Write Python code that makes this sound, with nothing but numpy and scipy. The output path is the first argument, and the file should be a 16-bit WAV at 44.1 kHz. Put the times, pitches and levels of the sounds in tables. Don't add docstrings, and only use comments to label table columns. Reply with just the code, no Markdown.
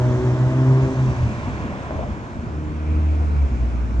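import sys
import numpy as np
from scipy import signal
from scipy.fft import rfft, irfft, next_fast_len
from scipy.io import wavfile
from scipy.ndimage import uniform_filter1d, map_coordinates

SR = 44100
rng = np.random.default_rng(int(sys.argv[2]) if len(sys.argv) > 2 else 0)


def generate_wav(sig):
    pcm = np.round(np.clip(np.atleast_2d(sig).T, -1, 1) * 32767).astype(np.int16)
    wavfile.write(sys.argv[1], SR, pcm)


N = 176400

# t/s, f/Hz
CAR_FIRING = [(0, 123.9), (.29, 124.8), (.52, 128.8), (.87, 131.2), (1.06, 129.2), (1.17, 121.7),
              (1.5, 116.3)]
# t/s, level/dB
CAR_LEVEL = [(0, -19), (.45, -16.5), (.73, -14), (.87, -16), (1.06, -18), (1.17, -23), (1.24, -23.5),
             (1.28, -27), (1.35, -28), (1.42, -37.5), (1.6, -36.5), (2, -66)]
CAR_LOAD = [(0, -17), (.18, -19), (.4, -21), (.7, -19), (.92, -18), (.96, -27), (1.2, -28.5), (1.6, -55.5),
            (2, -61.5)]
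# t/s, depth/dB, half-width/s
CAR_FADES = [(0.203, 13, 0.032), (0.373, 7, .018), (0.531, 5, 0.046), (0.916, 21, 0.038),
             (1.146, 15, 0.019)]
# multiple of the firing rate, relative level/dB
CAR_ORDERS = [(.5, -30), (1.5, -28.5), (2, -18.5), (2.5, -21.5), (3, -12.5), (4, -23.5), (4.5, -34.5),
              (5, -19), (6, -38), (7, -29)]
# f/Hz, half-width/Hz, boost/dB
CAR_SILENCER = [(260.4, 9.2, 10.1), (319.7, 7.4, 7)]
# f/Hz, relative density/dB
GAS_SPECTRUM = [(50, -24.5), (90, 3), (140, -1.5), (200, -8), (330, 3), (400, -6), (470, -13), (650, -14.5),
                (1100, -23.5), (3000, -50)]

# t/s, level/dB
RUMBLE_LEVEL = [(0, -27), (.7, -29), (1.25, -27), (1.65, -26), (1.95, -28.5), (2.15, -30.5), (2.55, -29.5),
                (3.2, -32.5), (4, -29.5)]
ROAR_LEVEL = [(0, -34), (.7, -33.5), (1.2, -35), (1.8, -34.5), (2.1, -38), (2.5, -41.5), (3.2, -43.5),
              (4, -46)]
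RASP_LEVEL = [(0, -53), (.6, -50), (1.15, -47.5), (1.42, -46), (1.7, -47.5), (2.2, -54), (2.6, -56),
              (2.92, -48), (3.3, -51.5), (3.6, -50), (4, -54)]
HISS_LEVEL = [(0, -51.5), (.65, -51), (1.35, -51.5), (1.9, -56.5), (2.4, -58.5), (2.9, -59.5),
              (3.25, -57.5), (4, -59)]
# f/Hz, relative density/dB
RUMBLE_SPECTRUM = [(20, -34), (35, -17.5), (50, -5.5), (70, 3), (100, -1.5), (140, -6), (180, -9.5),
                   (225, -4.5), (290, -9.5), (340, -12), (430, -19), (650, -28.5), (1200, -66)]
ROAR_SPECTRUM = [(150, -10), (350, -4), (450, -2.5), (600, 2), (800, -3), (1030, 1), (1300, -6.5),
                 (1600, -6.5), (2000, -11.5), (2600, -20.5), (3300, -21.5), (4500, -34.5), (8000, -52.5)]
RASP_SPECTRUM = [(1200, -20), (1900, -2.5), (2350, 4.5), (2700, -.5), (3200, -12.5), (4000, -15),
                 (5000, -29), (8000, -36)]
HISS_SPECTRUM = [(2000, -13), (3200, -0.5), (4000, -2), (4800, -3), (6000, -2.5), (7200, -4.5), (8300, -10),
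                 (9200, -20.5), (9700, -28.5)]
# f/Hz, coherence
ROAR_COHERENCE = [(300, 1), (700, 0.97), (1100, 1), (1700, 0.51), (2500, 0.94), (3500, 0.27)]
HISS_COHERENCE = [(3500, 0.47), (4500, 0.54), (6000, 0.43), (7000, 0.52), (7700, .3), (8500, .55)]
# t/s, lead/ms
ROAR_LEAD = [(0, 0.12), (.6, 0.15), (1.4, 0.25), (2, 0.29), (3, 0.37), (4, 0.41)]

# f/Hz, relative density/dB
WASH_SPECTRUM = [(40, -5), (90, 0.5), (200, 5), (400, -4), (650, -2.5), (1000, -5), (1500, -6.5),
                 (2000, -23.5), (3000, -23.5), (6000, -44)]
BREEZE_SPECTRUM = [(20, -15.5), (55, -2.5), (100, 1.5), (200, -10.5), (400, -20.5), (1000, -61)]
# t/s, level/dB, half-width/s
PUFFS = [(0.081, -32, 0.028), (1.45, -35, 0.024), (1.798, -34.5, 0.028), (3.33, -32.5, 0.19),
         (3.779, -30, 0.18)]

# t/s, level/dB, f/Hz
THUDS = [(1.205, -11.5, 101.3), (1.229, -6, 109), (1.603, -18, 108), (1.958, -17, 80), (2.39, -17.5, 85)]
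# t/s, level/dB
SLAPS = [(1.908, -18.5), (1.964, -23.5), (1.992, -20.5), (2.029, -24)]
# f/Hz, relative level/dB, T60/s
SMACK_MODES = [(660, -1, 0.011), (1000, -3.5, 0.0064), (634, -8.5, 0.17), (769, -16, 0.097)]
# f/Hz, relative density/dB
RING_SPECTRUM = [(150, -13.5), (400, 2.5), (630, 11.5), (780, 7.5), (1050, -5.5), (1400, -16.5),
                 (4000, -40)]

# t/s, f/Hz
DEEP_FIRING = [(2.5, 76.5), (3.03, 76.54), (3.3, 75.03), (3.44, 69.85), (3.52, 63.84), (3.62, 59.96),
               (4, 59.93)]
# t/s, level/dB
DEEP_LEVEL = [(2.3, -71), (2.57, -28), (2.76, -28.5), (2.96, -18), (3.12, -16.5), (3.31, -19),
              (3.43, -15.5), (3.53, -18), (3.64, -17), (3.8, -20), (3.93, -23.5), (4, -14.5)]
DEEP_LOAD = [(2.3, -43.5), (2.57, -21), (2.97, -18.5), (3.12, -21), (3.55, -20), (4, -27)]
DEEP_RUSH_LEVEL = [(2.3, -66.5), (2.8, -49.5), (3.25, -40), (3.6, -48.5), (4, -44)]
# t/s, depth/dB, half-width/s
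DEEP_FADES = [(3.493, 16, 0.019), (3.583, 11, 0.017), (3.72, 4.5, 0.048), (3.868, 4.5, 0.02)]
# multiple of the firing rate, relative level/dB
DEEP_ORDERS = [(2, -15.5), (3, -26), (4, -24.5), (5, -35), (6, -27.5)]
# f/Hz, half-width/Hz, boost/dB
DEEP_SILENCER = [(306, 17, 6)]
# f/Hz, relative density/dB
DEEP_RUSH_SPECTRUM = [(200, -11), (450, 2), (700, 7.5), (950, -2), (1400, -0.5), (1900, -12.5), (3000, -34)]

# f/Hz, left over right/dB
MIC_TILT = [(100, -0.26), (300, 0.5), (800, 2), (1350, -3), (1950, -4.5), (2900, 2), (4200, 3.5),
            (6100, 10.5), (9000, -0.5)]


def amp(db):
    return 10 ** (np.asarray(db) / 20)


def unit(x):
    return x / np.sqrt(np.mean(x ** 2) + 1e-20)


def along(points, hz):
    f, values = np.transpose(points)
    return np.interp(np.log(hz + 1), np.log(f + 1), values)


def curve(rows):
    return np.interp(np.arange(N) / SR, *np.transpose(rows))


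def wobble(rate):
    return map_coordinates(rng.standard_normal(1024), [np.arange(N) * rate / SR], mode="wrap")


def swell(s, width):
    return np.exp(-((np.arange(N) / SR - s) / width) ** 2)


def since(s):
    return np.maximum(np.arange(N) / SR - s, 0)


def filtered(x, response):
    size = next_fast_len(N + SR // 2)
    hz = np.fft.rfftfreq(size, 1 / SR)
    return irfft(rfft(x, size) * response(hz), size)[..., :N]


def rush(spectrum, coherence, patchy_db):
    def mid_side_response(hz):
        angle = np.arccos(np.clip(along(coherence, hz), -1, 1)) / 2
        return amp(along(spectrum, hz)) * [np.cos(angle), np.sin(angle)]

    cells = signal.stft(rng.standard_normal((2, N)), nperseg=512)[2]
    patches = uniform_filter1d(rng.standard_normal(cells.shape[1:]), size=6, axis=0)
    patches = uniform_filter1d(patches, size=14, axis=1)
    pair = signal.istft(cells * amp(patchy_db * unit(patches)), nperseg=512)[1][:, :N]
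    mid, side = filtered(pair, mid_side_response)
    return unit(np.array([mid + side, mid - side]))


def from_left(pair, lead_ms):
    half_lead = lead_ms * SR / 2000
    return np.array([map_coordinates(x, [np.arange(N) + sign * half_lead], mode="mirror")
                     for x, sign in zip(pair, (1, -1))])


def silencer_db(resonances, hz):
    return sum(db / (1 + ((hz - centre) / width) ** 2) for centre, width, db in resonances)


def exhaust(firing, level, fades, load, orders, silencer,
            jitter, flutter_db, overtone_flutter_db, smear_rad):
    firing_hz = curve(firing) * (1 + jitter * wobble(30))
    phase = 2 * np.pi * np.cumsum(firing_hz) / SR
    fade_db = sum(db * swell(s, width) for s, db, width in fades)
    note = amp(curve(level) - fade_db + flutter_db * wobble(21.53)) * np.cos(phase)
    for order, db in orders:
        overtone_db = curve(load) + db + silencer_db(silencer, order * firing_hz)
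        gain = amp(overtone_db + overtone_flutter_db * wobble(9))
        note += gain * np.cos(order * phase + rng.uniform(-0.99, 1) + smear_rad * wobble(14))
    return np.sqrt(2) * np.array([note, note])


def accelerating_car():
    note = exhaust(CAR_FIRING, CAR_LEVEL, CAR_FADES, CAR_LOAD, CAR_ORDERS, CAR_SILENCER,
                   jitter=0.003, flutter_db=1.1, overtone_flutter_db=2, smear_rad=0.35)
    gas = amp(curve(CAR_LOAD) - 14.5) * rush(GAS_SPECTRUM, [(300, 1)], patchy_db=2)
    return from_left(note + gas, lead_ms=0.17)


def tyres():
    rumble = amp(curve(RUMBLE_LEVEL) + 0.98 * wobble(14))
    rumble = rumble * rush(RUMBLE_SPECTRUM, [(50, 0.7), (300, 1)], patchy_db=1.8)
    roar = amp(curve(ROAR_LEVEL) + 0.3 * wobble(18))
    roar = roar * rush(ROAR_SPECTRUM, ROAR_COHERENCE, patchy_db=0.2)
    rasp = amp(curve(RASP_LEVEL) + 0.35 * wobble(12))
    rasp = rasp * rush(RASP_SPECTRUM, [(2400, 0.49), (3500, 0.46)], patchy_db=0.76)
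    hiss = amp(curve(HISS_LEVEL) + 0.27 * wobble(4.6))
    hiss = hiss * rush(HISS_SPECTRUM, HISS_COHERENCE, patchy_db=1.05)
    crossover_hz, lead_ms = 1070, curve(ROAR_LEAD)
    low_roar = filtered(roar, lambda hz: 1 / (1 + (hz / crossover_hz) ** 10))
    moving = from_left(roar - low_roar, lead_ms) + from_left(low_roar, 0.46 * lead_ms)
    moving += from_left(rasp, lead_ms + 0.064)
    return moving + from_left(rumble, lead_ms=0.19) + from_left(hiss, lead_ms=0.021)


def distant_traffic():
    wash = rush(WASH_SPECTRUM, [(100, 0.22), (1000, 0.05)], patchy_db=1.7)
    return amp(-41 + 0.5 * wobble(5.9)) * wash


def breeze():
    puffs = sum(amp(db) * swell(s, width) for s, db, width in PUFFS)
    return puffs * amp(4.3 * wobble(20)) * rush(BREEZE_SPECTRUM, [(50, 0.1)], patchy_db=0.5)


def decay(s, t60_s, attack_s):
    t = since(s)
    return amp(-60 * t / t60_s) * (1 - np.exp(-t / attack_s))


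def knock(s, hz, t60_s, attack_s):
    return decay(s, t60_s, attack_s) * np.sin(2 * np.pi * hz * since(s))


def body_thuds():
    thuds = sum(amp(db) * knock(s, hz, t60_s=0.08, attack_s=0.002) for s, db, hz in THUDS)
    return from_left([thuds, thuds], lead_ms=0.16)


def joint_slaps():
    smacks = sum(amp(db + mode_db) * knock(s, hz, t60_s, attack_s=0.00017)
                 for s, db in SLAPS for hz, mode_db, t60_s in SMACK_MODES)
    ring_envelope = sum(amp(db - 16) * decay(s, t60_s=0.3, attack_s=0.0045) for s, db in SLAPS)
    ring = ring_envelope * rush(RING_SPECTRUM, [(100, 0.86), (1000, 0.43)], patchy_db=4)
    return from_left(smacks + ring, lead_ms=0.16)


def deep_car():
    note = exhaust(DEEP_FIRING, DEEP_LEVEL, DEEP_FADES, DEEP_LOAD, DEEP_ORDERS, DEEP_SILENCER,
                   jitter=0.004, flutter_db=0.3, overtone_flutter_db=1.8, smear_rad=0.25)
    rolling = amp(curve(DEEP_RUSH_LEVEL)) * rush(DEEP_RUSH_SPECTRUM, [(1000, 0.98)], patchy_db=0)
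    return from_left(note + rolling, lead_ms=0.44)


def scene():
    opening = accelerating_car() + tyres() + distant_traffic() + breeze()
    return opening + body_thuds() + joint_slaps() + deep_car()


def record(dry):
    top_hz = 9650
    return filtered(dry, lambda hz: amp(np.outer([1, -1], along(MIC_TILT, hz)) / 2) * (hz < top_hz))


dry = scene()
out = record(dry)
generate_wav(out)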